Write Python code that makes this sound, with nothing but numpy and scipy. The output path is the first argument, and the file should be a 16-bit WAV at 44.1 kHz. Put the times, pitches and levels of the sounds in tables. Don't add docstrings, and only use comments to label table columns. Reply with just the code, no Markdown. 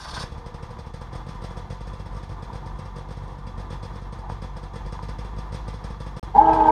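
import sys
import numpy as np
from scipy import signal
from scipy.fft import rfft, irfft
from scipy.io import wavfile
from scipy.ndimage import uniform_filter1d, minimum_filter1d

SR = 44100
rng = np.random.default_rng(int(sys.argv[2]) if len(sys.argv) > 2 else 0)


def to_linear_factor(level_db):
    exponent = np.asarray(level_db, float) / 20
    return 10 ** exponent


def wav_record(signal):
    frames = np.transpose(np.atleast_2d(signal))
    bounded = np.clip(frames, -1, 1)
    quanta = np.round(bounded * 32767).astype(np.int16)
    wavfile.write(sys.argv[1], SR, quanta)


N = 295911
t = np.arange(N) / SR

# f/Hz, level/dB per Hz
STARTER_TONE = [(180, -17), (300, 0), (377, -15.5), (467, -14), (507, -8), (559, -2), (913, 8), (2820, -12),
                (3380, -2), (4050, -1), (5350, 1.5), (7790, -16.5), (8740, -12), (15000, -35.5)]
# f/Hz, width/Hz, lift/dB
STARTER_RINGS = [(860, 70, 6), (1040, 60, 5), (1260, 120, 7), (1600, 200, 8), (2200, 50, 6), (3430, 70, 7),
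                 (3660, 70, 6), (4520, 90, 8), (5370, 70, 8), (8680, 300, 8), (9910, 200, 11)]
# t/s, f/Hz
STROKE_RATE = [(0, 29), (.3, 35.5), (.9, 39), (1.1, 43), (1.4, 45.5), (2, 47), (4.7, 47.5), (5.1, 50.5),
               (5.7, 50.5), (6.2, 48.5), (6.7, 50)]
# t/s, level/dB
EFFORT = [(0, -15), (.1, -4), (.5, -5), (1.0, 2), (1.25, 0), (2.4, 0.5), (3.8, 1.5), (5.1, 2), (6.2, 2.5),
          (6.5, 3.5), (6.71, 2)]
# f/Hz, width/Hz, level/dB
SILENCER = [(56.5, 5.9, 12), (61.7, 6.1, 19)]
# f/Hz, level/dB per Hz
CLATTER = [(22, -0.5), (45, 8.5), (110, 5.5), (220, -4.5), (320, -10.5), (490, -8), (610, -17.5),
           (960, -2.5), (1190, -10), (1430, -19), (1820, -18.5), (2800, -32), (3300, -27.5), (6800, -44),
           (16000, -55)]
# f/Hz, width/Hz, lift/dB
PANELS = [(3390, 150, 1.5), (770, 50, 6), (950, 60, 4), (1170, 70, 7), (1810, 60, 6), (2370, 16, 5),
          (3450, 300, 2), (5050, 300, 2)]
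# t/s, level/dB
LONERS = [(.1363, -30.5), (.1803, -26), (.3237, -29), (.3817, -29.5), (2.4302, -25.5), (2.666, -27),
          (2.8596, -28.5), (3.2812, -31.5), (3.389, -32), (4.024, -30), (6.375, -27.5), (6.537, -21.5),
          (6.679, -26)]
# t/s, first level/dB, second level/dB
DOUBLES = [(.211, -28.5, -23), (1.1342, -27.5, -25), (1.2708, -28.5, -24.5), (1.3332, -39, -32.5),
           (1.4243, -27.5, -23), (1.708, -24, -28.5), (1.9384, -27.5, -37), (2.131, -32, -29.5),
           (2.2989, -29, -30), (2.5365, -27, -26.5), (2.773, -36, -26), (2.9668, -27, -28),
           (3.092, -30.5, -26), (3.3031, -35.5, -33), (3.474, -27.5, -34), (3.5823, -28.5, -27),
           (3.7094, -25, -26), (3.8344, -25, -28), (3.94, -32, -27.5), (4.3012, -27, -27),
           (4.4254, -25, -28.5), (4.7423, -28.5, -24.5), (5.3704, -30.5, -24.5), (5.5287, -24.5, -22)]
# t/s, first level/dB, second level/dB
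ANSWERS = [(.467, -26.5, -27), (.633, -26, -28.5), (.7934, -26.5, -29.5), (.9444, -25.5, -26),
           (1.511, -29, -24), (1.813, -28, -26.5), (2.0015, -28, -28.5), (2.172, -26.5, -27.5),
           (3.1754, -29.5, -31), (4.1305, -26, -29), (4.5729, -26, -27.5), (4.8685, -26.5, -24),
           (5.0331, -25, -24.5), (5.1923, -24.5, -27.5), (5.6855, -23.5, -27.5), (5.8475, -23.5, -27.5),
           (6.0082, -24.5, -26), (6.1713, -24.5, -25)]
# f/Hz, width/Hz, level/dB
BANG_RING = [(482, 19.4, -0.5), (514.5, 8.6, 0.5), (463, 81, -16.5), (380, 100, -15.5), (910, 180, -32.5)]
# f/Hz, level/dB per Hz
JET = [(2500, -58.5), (4800, 10.5), (7200, -13), (8700, -1), (10200, -23.5), (15000, -30)]
# f/Hz, level/dB per Hz
GAS = [(600, 3), (1000, -1.5), (2000, -4.5), (2800, -14.5), (3500, -9.5), (5200, -15), (6300, -16),
       (7200, -25.5), (8700, -25), (15000, -41.5)]
# t/s, level/dB, f/Hz
KNOCKS = [
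    (0.77, -34, 1070),
    (4.299, -21, 830),
    (4.991, -25, 940),
    (5.946, -29, 1000),
]
# t/s, level/dB
WINCH_EFFORT = [
    (6.343, -24.5),
    (6.349, -7),
    (6.365, 2),
    (6.4, -1),
    (6.45, -4),
    (6.5, 1.5),
    (6.56, -1.5),
    (6.63, -1),
    (6.71, 2),
]
# multiple of pitch/1, level/dB
WHINE = [(1, 1), (2, -1.5), (3, -1), (4, -12.5), (5, -13.5), (6, -33), (8, -36), (10, -39)]
# f/Hz, width/Hz, level/dB
TRUNK = [(868, 153, 0.5), (441, 33, -8.5), (1070, 37, -32.5), (1094, 81, -42), (1553, 130, -25),
         (1320, 1500, -28.5), (2675, 870, -40), (195, 150, -17.5)]
# t/s, peak level/dB, f/Hz, length/ms
SHUDDERS = [(6.3594, -12, 792, 18), (6.3679, -10, 830, 2.4), (6.391, 1, 831, 13.3), (6.4119, -9.5, 860, 16),
            (6.4299, -12.5, 887, 8.6), (6.451, -9, 862, 15), (6.4744, -6.5, 850, 6.6),
            (6.4869, -10, 816, 19), (6.5098, -11, 884, 27), (6.5601, -11, 905, 7.8),
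            (6.5902, -8.5, 870, 7.3), (6.613, -5, 873, 14), (6.6237, -9.5, 884, 20.2),
            (6.6595, -26, 848, 6.9), (6.6747, -13.5, 920, 15), (6.6907, -3.5, 905, 11),
            (6.7034, -6.5, 895, 8.6)]
# t/s, level/dB, f/Hz
CREAKS = [
    (6.3847, -42.5, 2200),
    (6.4566, -29.5, 3020),
    (6.533, -24, 2340),
    (6.64, -30, 3360),
    (6.6964, -23, 2190),
]
# start t/s, end t/s
SILENCE_S = (6.1953, 6.2286)

STARTER_DB, STARTER_SWELL_DB_S, STARTER_OFF_S, STARTER_FADE_DB_S = -40, 23, .23, 438
STARTER_TAIL_DB, STARTER_TAIL_DB_S = -51, 120
PUMP_DB, KICK_DB, KICK_S = -38, .5, .042
CLATTER_DB, CLATTER_PER_EFFORT = -58.5, .4
HUM_DB, HUM_PEAK_S, HUM_NARROW_DB = -50, .44, 18
FIRED_SPEEDUP = 1.012
BANG_MS, DIP_MS, JET_RISE_S = 5.0, 4.5, .0035
HISS_DB, HISS_PER_BANG_DB = -53, 1.39
COLD_S, COLD_SPREAD_S, COLD_BOOM_DB, COLD_GULP_DB = 1.1, .08, 4, -14
WARM_S, WARM_SPREAD_S, WARM_GULP_DB = 3.4, .25, -16
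GULP_DB, GULP_AT_STROKE, GULP_WIDTH_STROKE = -41.5, .1, .1
KNOCK_MS, SNAP_DB = .5, 6
SCRAPE_S, SCRAPE_WIDTH_S, SCRAPE_DB, SCRAPE_HZ = 4.24, .094, -45, 850
WINCH_ON_S, SPIN_UP_S, SPIN_UP_SHAPE = 6.343, .034, 1.4
START_HZ, RUN_HZ, SAG_HZ_S2 = 145.3, 325.2, 107
WHINE_DB, WHINE_PER_EFFORT, FLICKER_DB, GRIND_DB = -27, .49, 1.4, -20
SURGE_DB, SURGE_S, SURGE_WIDTH_S = 8, .022, .013


def rms1(x):
    return x / np.sqrt(np.mean(x ** 2))


def band(x, hz, width_hz):
    return signal.lfilter(*signal.iirpeak(hz, hz / width_hz, fs=SR), x)


def body(x, modes):
    return sum(to_linear_factor(db) * band(x, hz, width_hz) for hz, width_hz, db in modes)


def butter(x, order, hz, kind="low"):
    return signal.sosfilt(signal.butter(order, hz, kind, fs=SR, output="sos"), x)


def walk(rate_hz):
    k = int(SR / rate_hz)
    return rms1(uniform_filter1d(uniform_filter1d(rng.standard_normal(N), k), k))


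def noise(tone, rings=(), modes_db=3.0):
    f = np.fft.rfftfreq(N, 1 / SR) + 1
    hz, db = np.transpose(tone)
    db = np.interp(np.log(f), np.log(hz), db, left=-90, right=-90)
    db = db + sum(lift_db / (1 + (2 * (f - c) / w) ** 2) for c, w, lift_db in rings)
    db = db + modes_db * walk(170)[:len(f)]
    return rms1(irfft(rfft(rng.standard_normal(N)) * to_linear_factor(db), N))


def narrow_noise(hz1, width1_hz, hz2, width2_hz):
    return rms1(band(band(rng.standard_normal(N), hz1, width1_hz), hz2, width2_hz))


def curve(rows):
    return np.interp(t, *np.transpose(rows))


def spikes(s, db, push_ms=0):
    x = np.zeros(N)
    x[np.clip((np.asarray(s) * SR).astype(int), 0, N - 1)] = to_linear_factor(db)
    return np.convolve(x, np.hanning(int(push_ms * SR / 1000) + 3)[1:-1])[:N]


def fade(x, tau_s):
    return signal.lfilter([1], [1, -np.exp(-1 / (tau_s * SR))], x)


def starter():
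    level_db = STARTER_DB + STARTER_SWELL_DB_S * t - STARTER_FADE_DB_S * np.maximum(t - STARTER_OFF_S, 0)
    tail_db = STARTER_TAIL_DB - STARTER_TAIL_DB_S * np.abs(t - STARTER_OFF_S)
    grind = noise(STARTER_TONE, STARTER_RINGS, modes_db=2.5)
    n = np.arange(N)
    grind = np.interp(n + np.cumsum(.013 * walk(14.85)), n, grind)
    low = butter(grind, 4, 2500) * to_linear_factor(2.9 * walk(73))
    high = butter(grind, 4, 2500, "high") * to_linear_factor(-3.5 + 2.9 * walk(70))
    return (low + high) * to_linear_factor(np.maximum(level_db, tail_db))


def firings():
    rows = list(LONERS)
    for table, strokes in ((DOUBLES, 1), (ANSWERS, 3)):
        for s, first_db, second_db in table:
            rate_hz = FIRED_SPEEDUP * np.interp(s + .03, *np.transpose(STROKE_RATE))
            rows += [(s, first_db), (s + strokes / rate_hz, second_db)]
    return np.transpose(sorted(rows))


def crank(s):
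    s = np.r_[-.03, s, 6.76]
    gaps_s = np.diff(s)
    count = np.round(gaps_s * np.interp(s[1:] - gaps_s / 2, *np.transpose(STROKE_RATE)))
    return np.interp(t, s, np.r_[0, np.cumsum(count)]) + .9 + .02 * walk(30)


def engine_effort(s, bang_db):
    kick = rms1(fade(fade(spikes(s, bang_db), KICK_S), .024))
    return curve(EFFORT) + KICK_DB * (kick - 1)


def pump(turn, effort_db):
    size = to_linear_factor(.57 * rng.standard_normal(400))[turn.astype(int)]
    saw = ((turn % 1) ** 2.6 - 1 / 3.6) * size
    saw = signal.sosfiltfilt(signal.butter(2, 230, fs=SR, output="sos"), saw)
    return rms1(saw - saw.mean() + body(saw, SILENCER[:1])) * to_linear_factor(PUMP_DB + effort_db)


def clatter(turn, effort_db):
    beat_db = .82 * np.cos(2 * np.pi * (turn - .3)) + 1.58 * walk(43)
    return noise(CLATTER, PANELS) * to_linear_factor(beat_db + CLATTER_DB + CLATTER_PER_EFFORT * effort_db + 19)


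def rattle():
    return narrow_noise(3412, 60, 3432, 120) * to_linear_factor(-84 + 6 * walk(12))


def hum():
    tone = np.sin(2 * np.pi * np.cumsum(476 + 9 * walk(25)) / SR)
    level_db = HUM_DB - HUM_NARROW_DB * np.log((t + .05) / HUM_PEAK_S) ** 2 + 3.5 * walk(40)
    return tone * to_linear_factor(level_db)


def coldness():
    return 1 / (1 + np.exp((t - COLD_S) / COLD_SPREAD_S))


def bangs(s, bang_db):
    push = spikes(s - .0016, bang_db, push_ms=BANG_MS)
    dip = spikes(s - .0048, bang_db - 5, push_ms=DIP_MS)
    boom = body(spikes(s - .006, bang_db - 24.5, push_ms=BANG_MS), SILENCER[1:])
    ring = body(spikes(s - .0037, bang_db + 12.5, push_ms=.71), BANG_RING)
    return push - dip + boom * to_linear_factor(COLD_BOOM_DB * coldness()) - ring


def gas_hiss(s, bang_db):
    gas_db = HISS_DB + HISS_PER_BANG_DB * (bang_db + 27)
    puffs = spikes(s - .008, 2 * gas_db)
    jet_power = fade(fade(puffs, JET_RISE_S), .0077)
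    jet = noise(JET, [(8620, 790, 6.5), (5230, 370, 7.2)]) * np.sqrt(jet_power) * to_linear_factor(-23.5)
    tail_power = fade(fade(puffs, .018) + to_linear_factor(-17.5) * fade(puffs, .074), .0054)
    return jet + noise(GAS, PANELS) * np.sqrt(tail_power) * to_linear_factor(-18.5)


def intake_gulp(turn):
    gulp = np.exp(-(((turn - GULP_AT_STROKE + .5) % 1 - .5) / GULP_WIDTH_STROKE) ** 2)
    warm = 1 / (1 + np.exp((WARM_S - t) / WARM_SPREAD_S))
    level_db = GULP_DB + COLD_GULP_DB * coldness() + WARM_GULP_DB * warm + 1.1 * walk(30)
    return (gulp - gulp.mean()) * to_linear_factor(level_db)


def engine():
    s, bang_db = firings()
    turn = crank(s)
    effort_db = engine_effort(s, bang_db)
    breath = pump(turn, effort_db) - intake_gulp(turn)
    exhaust = hum() + bangs(s, bang_db) + gas_hiss(s, bang_db)
    return breath + exhaust + clatter(turn, effort_db) + rattle()


def knocks():
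    metal = 0
    for s, db, hz in KNOCKS:
        hit = spikes([s], db + 17, push_ms=KNOCK_MS)
        metal = metal + band(band(hit, hz, 135), 1.4 * hz, 1400)
    s, db, _ = np.transpose(KNOCKS)
    return metal + band(spikes(s, db - SNAP_DB), 2200, 1800)


def boot_scrape():
    drag = narrow_noise(SCRAPE_HZ, 190, SCRAPE_HZ, 300) * to_linear_factor(SCRAPE_DB + 3.6 * walk(65))
    return drag * np.exp(-((t - SCRAPE_S) / SCRAPE_WIDTH_S) ** 2)


def winch_whine(on_s, effort_db):
    spin_up = np.exp(-(on_s / SPIN_UP_S) ** SPIN_UP_SHAPE)
    hz = RUN_HZ - (RUN_HZ - START_HZ) * spin_up - SAG_HZ_S2 * on_s ** 2
    phase = 2 * np.pi * np.cumsum(hz * (1 + .0039 * walk(66))) / SR
    surge_db = SURGE_DB * np.exp(-((on_s - SURGE_S) / SURGE_WIDTH_S) ** 2)
    slack_db = 55 * np.clip(1 - hz / 319, 0, 1) * (t < 6.5)
    lines = 0
    for k, db in WHINE:
        line_db = db + FLICKER_DB * np.sqrt(k) * walk(79) - k * slack_db
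        lines = lines + to_linear_factor(line_db) * np.sin(round(k) * phase)
    return lines * np.sqrt(2) * to_linear_factor(WHINE_DB + WHINE_PER_EFFORT * effort_db + surge_db)


def winch_grind(effort_db):
    teeth = rng.standard_normal(N) * to_linear_factor(1.8 * walk(220))
    grind = sum(to_linear_factor(db) * rms1(band(band(teeth, hz, w), hz, .78 * w)) for hz, w, db in TRUNK)
    return grind * to_linear_factor(GRIND_DB + effort_db)


def winch():
    on_s = np.maximum(t - WINCH_ON_S, 0)
    effort_db = curve(WINCH_EFFORT)
    return (on_s > 0) * (winch_whine(on_s, effort_db) + winch_grind(effort_db))


def rope_shudders():
    slips = 0
    for s, db, hz, ms in SHUDDERS:
        burst = np.exp(-(1665 * (t - s) / ms) ** 2)
        slips = slips + to_linear_factor(db) * burst * np.sin(2 * np.pi * hz * (t - s))
    return to_linear_factor(-.5) * slips


def bark_creaks():
    return sum(band(band(spikes([s], db + 25.5), hz, 250), hz, 500) for s, db, hz in CREAKS)


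def scene():
    sled = engine() + starter() + knocks() + boot_scrape()
    return (sled + winch() + rope_shudders() + bark_creaks())[None]


def roll_off(x):
    return signal.sosfilt(signal.butter(12, 15630, fs=SR, output="sos"), x)


def record(dry):
    dry = butter(dry, 1, 15, "high")
    dull = signal.sosfilt(signal.ellip(8, .3, 50, 15150, fs=SR, output="sos"), dry)
    room = minimum_filter1d(np.minimum(.96 / (np.abs(dull) + 1e-9), 1), size=441)
    gain = uniform_filter1d(room, size=221)
    silent = (t > SILENCE_S[0]) & (t < SILENCE_S[1])
    fade_out = np.minimum((t[-1] - t) / .0031, 1)
    return roll_off(gain * dull * ~silent * fade_out)


dry = scene()
out = record(dry)
wav_record(out)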